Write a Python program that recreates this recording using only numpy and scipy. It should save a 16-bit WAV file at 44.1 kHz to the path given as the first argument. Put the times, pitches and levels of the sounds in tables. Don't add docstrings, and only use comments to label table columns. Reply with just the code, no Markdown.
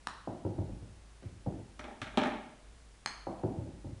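import sys
import numpy as np
from scipy import signal
from scipy.fft import rfft, irfft
from scipy.io import wavfile
from scipy.ndimage import map_coordinates

SR = 44100
rng = np.random.default_rng(int(sys.argv[2]) if len(sys.argv) > 2 else 0)


def makeup_ratio(level_db):
    decades = np.asarray(level_db, float) / 20
    return 10 ** decades


def digitize_waveform(pressure):
    field = np.atleast_2d(pressure).T
    bounded = np.clip(field, -1, 1)
    quanta = np.round(bounded * 32767).astype(np.int16)
    wavfile.write(sys.argv[1], SR, quanta)


N = 176400
SPAN = 2 ** 15
HZ = np.fft.rfftfreq(SPAN, 1 / SR)


def along(points, hz):
    f, v = np.transpose(points)
    return np.interp(np.log(hz + 1), np.log(f + 1), v)


def wobble(rate):
    knots = rng.standard_normal(int(N * rate / SR) + 4)
    return map_coordinates(knots, [np.arange(N) * rate / SR])


def hiss():
    # (frequency [Hz], density [dB per Hz])
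    hiss_colour = [(18, 12), (30, 20), (60, 7), (90, 12.5), (300, 4), (1100, -1), (4000, -7),
                   (10400, -10.5)]
    hiss_db = -61.5
    gain = makeup_ratio(along(hiss_colour, np.fft.rfftfreq(N, 1 / SR)))
    noise = irfft(rfft(rng.standard_normal(N)) * gain, N)
    return makeup_ratio(hiss_db) * noise / noise.std()


def hum():
    # (time [s], level [dB])
    hum_swell = [(0.0, -60), (0.38, -66.5), (0.72, -52), (1.15, -59), (2.18, -59.5), (2.31, -62.5),
                 (2.53, -66), (2.67, -58), (2.84, -59), (3.3, -62.5), (3.52, -55.5), (4.0, -56.5)]
    hum_hz, wander_hz = 53.77, 5.02
    s, swell_db = np.transpose(hum_swell)
    level_db = np.interp(np.arange(N) / SR, s, swell_db) + 3 * wobble(9)
    phase = 2 * np.pi * np.cumsum(hum_hz + wander_hz * wobble(20)) / SR
    return np.sqrt(2) * makeup_ratio(level_db) * np.sin(phase)


def room(room_db):
    # (frequency [Hz], t60 [s])
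    room_decay = [(60, 0.89), (250, 0.56), (1300, 0.67), (3500, 0.67), (9000, 0.4)]
    # (delay [s], level [dB])
    near_walls = [(.0052, -14.5), (0.0129, -12.5), (0.0162, -15), (0.025, -17.5)]
    build_s, scatter_s = 0.015, 0.0007
    hz, t, z = signal.stft(rng.standard_normal(SPAN), SR, nperseg=256)
    fade = makeup_ratio(-60 * t / along(room_decay, hz)[:, None])
    tail = signal.istft(z * fade, SR, nperseg=256)[1][:SPAN]
    s = np.arange(SPAN) / SR
    tail = tail * np.clip(s / build_s, 0, 1) ** 2 * (s < s[-1] - .08)
    bursts = sum(makeup_ratio(db) * (s > d) * np.exp(-np.abs(s - d) / scatter_s) for d, db in near_walls)
    walls = bursts * rng.standard_normal(SPAN) / np.sqrt(scatter_s * SR / 2)
    return rfft(walls + makeup_ratio(room_db) * tail / np.linalg.norm(tail))


def body(modes, order=1):
    total = 0
    for k, (centre, width, db) in enumerate(modes):
        resonance = 1j * HZ * width / (centre ** 2 - HZ ** 2 + 1j * HZ * width)
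        total = total + (-1) ** k * makeup_ratio(db) * resonance ** order
    return total


def rattle(spread_s, first_db, count):
    u, size = rng.random(count), rng.standard_normal(count)
    u[0], size[0] = 0, -makeup_ratio(first_db)
    return np.transpose([2 * abs(spread_s) * u, size * makeup_ratio(-14 * u)])


def add(out, s, db, colour, contacts, room_db):
    lag, size = np.transpose(contacts)
    blow = (size * np.exp(-2j * np.pi * np.outer(HZ, lag))).sum(1) / np.linalg.norm(size)
    sound = out[int(round(s * SR)):][:SPAN]
    sound += makeup_ratio(db) * irfft(colour * (blow + room(room_db)), SPAN)[:len(sound)]


def thuds():
    # (time [s], level [dB], knock over boom [dB], shaking [s], first contact over the rest [dB])
    thud_events = [(.273, -32, 3, 0.0039, 14), (.449, -26.5, -5.5, .015, -7), (0.476, -38, -6.5, 0.011, -3),
                   (.582, -31.5, -4, 0.021, 1), (.665, -40, -7, 0.028, -8), (.822, -45.5, -11, 0.02035, -6),
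                   (1.224, -42, -22, 0.015, 2), (1.461, -29.5, -3.5, 0.021, -4.5),
                   (1.578, -45, -14, .015, -9), (3.268, -33.5, 8.5, 0.00397, 3),
                   (3.311, -44.5, 4, 0.0086, -3), (3.435, -24, -4, .015, 6.5),
                   (3.485, -43.5, -14, 0.0148, -3), (3.577, -36, -6, 0.022, 8), (3.658, -39, -7, .02, 3),
                   (3.845, -37.5, -8, 0.0177, 9)]
    # (time [s], level [dB])
    thump_events = [(0.284, -39), (0.451, -29), (.50, -41), (.588, -28), (.825, -41.5), (0.928, -50),
                    (1.257, -35), (1.47, -29.5), (2.016, -43), (2.192, -44.5), (3.278, -43), (3.442, -30.5),
                    (3.583, -32), (3.855, -35), (3.923, -44)]
    # (centre [Hz], width [Hz], level [dB])
    boom = [(158.5, 58, -2.5), (197, 30, 4), (250.3, 26, 2.5), (319.4, 94, 2)]
    knock = [(428, 113, -9), (481, 73, -6.5), (649, 150, -4), (787, 119, -4.5), (940, 145, -9.5),
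             (1690, 1600, -17)]
    boards = [(65.7, 21.4, -16), (105.1, 50, -0.5)]
    soft_hz = 1200
    soft = 1 / (1 - (HZ / soft_hz) ** 2 + 1.3j * HZ / soft_hz) ** 3
    out = np.zeros(N)
    for s, db, knock_db, shake_s, first_db in thud_events:
        colour = soft * (body(boom) + makeup_ratio(knock_db) * body(knock))
        add(out, s, db + 40.5, colour, rattle(shake_s, first_db, count=14), room_db=-1)
    for s, db in thump_events:
        add(out, s, db + 51.5, body(boards, order=2), [(0, 1)], room_db=-5.5)
    return out


def box():
    # (time [s], level [dB], hollow case [dB], sharp edge [dB], chatter [s])
    clack_events = [(1.229, -58.5, -13, 0, 0.032), (1.793, -40.5, -3, -3, 0.0053),
                    (1.841, -46, 7.5, 2, 0.0066), (1.882, -55.5, 12.5, -16, 0.012),
                    (1.91, -55.5, 12, -5, .02), (2.017, -37, -1.5, 3, 0.006), (2.069, -45, -4, -7, 0.0091),
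                    (2.14, -55, 9.5, -19.5, .015), (2.174, -29, 9, 6, 0.0064),
                    (2.216, -40, 13.5, 5.5, 0.0055), (2.235, -33, 3, -2.5, .006),
                    (2.257, -36.5, 3.5, -5.5, 0.0038), (2.272, -43, 15, -5, .004),
                    (2.316, -45.5, 3.5, -11, 0.0041)]
    # (centre [Hz], width [Hz], level [dB])
    hollow = [(235.7, 42, 0.5), (289.4, 34, -2.5), (336, 36.6, -5), (430, 57, -8), (606, 42.3, -2),
              (784, 51, -3.5), (873, 89, -6)]
    shell = [(1125, 123, -1.5), (1376, 263, 5.5), (1603, 110, 8), (1862, 174, 4.5), (2100, 246, 4.5),
             (2420, 400, -0.5)]
    rim = [(3120, 1060, -5), (4380, 910, -17.5), (5180, 1040, -26), (7900, 4800, -36.5)]
    out = np.zeros(N)
    for s, db, hollow_db, edge_db, chatter_s in clack_events:
        colour = body(shell) - makeup_ratio(edge_db) * body(rim) + makeup_ratio(hollow_db + 13) * body(hollow)
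        add(out, s, db + 30.5, colour, rattle(chatter_s, 6, count=40), room_db=-3.5)
    return out


def club():
    # (time [s], level [dB])
    strikes = [
        (0.07, -22),
        (3.059, -19.5),
    ]
    # (centre [Hz], width [Hz], level [dB])
    faces = [
        [(1080, 700, 5.5), (1850, 700, -4), (2270, 1440, -10.5), (2970, 1020, -12), (3970, 830, -6),
         (5420, 500, -13), (5900, 440, -15.5), (6920, 400, -14.5), (8240, 860, -15.5), (9700, 1500, -23),
         (195, 200, -1)],
        [(817, 410, -2), (1170, 510, -0.5), (1836, 750, -2), (2367, 350, -3.5), (3060, 800, -8),
         (4220, 226, 2.5), (4510, 490, -3.5), (5120, 470, -8), (6400, 450, -4), (8060, 620, -14.5),
         (9200, 1200, -15.5), (178, 300, -6)],
    ]
    # (lag [s], size)
    touch = [(.0003, 0.14), (.0012, -1.7), (.0036, -.3), (.0062, 0.022)]
    # (centre [Hz], width [Hz], level [dB])
    sole = [(600, 160, 4), (5770, 650, 0)]
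    pedal_s, pedal_db = 1.7935, -20
    out = np.zeros(N)
    for (s, db), face in zip(strikes, faces):
        add(out, s, db + 22.5, -body(face, order=2), touch, room_db=-5.5)
    add(out, pedal_s, pedal_db, body(sole, order=2), [(0.0096, 1)], room_db=-6)
    return out


def scene():
    return (hiss() + hum() + thuds() + box() + club())[None]


def top_cut(x):
    return signal.sosfilt(signal.butter(12, 11520, fs=SR, output="sos"), x)


def record(dry):
    # (frequency [Hz], level [dB])
    treble_edge = [(10300, 1), (11000, -12.5), (11500, -25.5)]
    top_hz = 11500
    hz = np.fft.rfftfreq(N, 1 / SR)
    gain = makeup_ratio(along(treble_edge, hz)) * (hz < top_hz)
    return top_cut(irfft(rfft(dry) * gain, N))


dry = scene()
out = record(dry)
digitize_waveform(out)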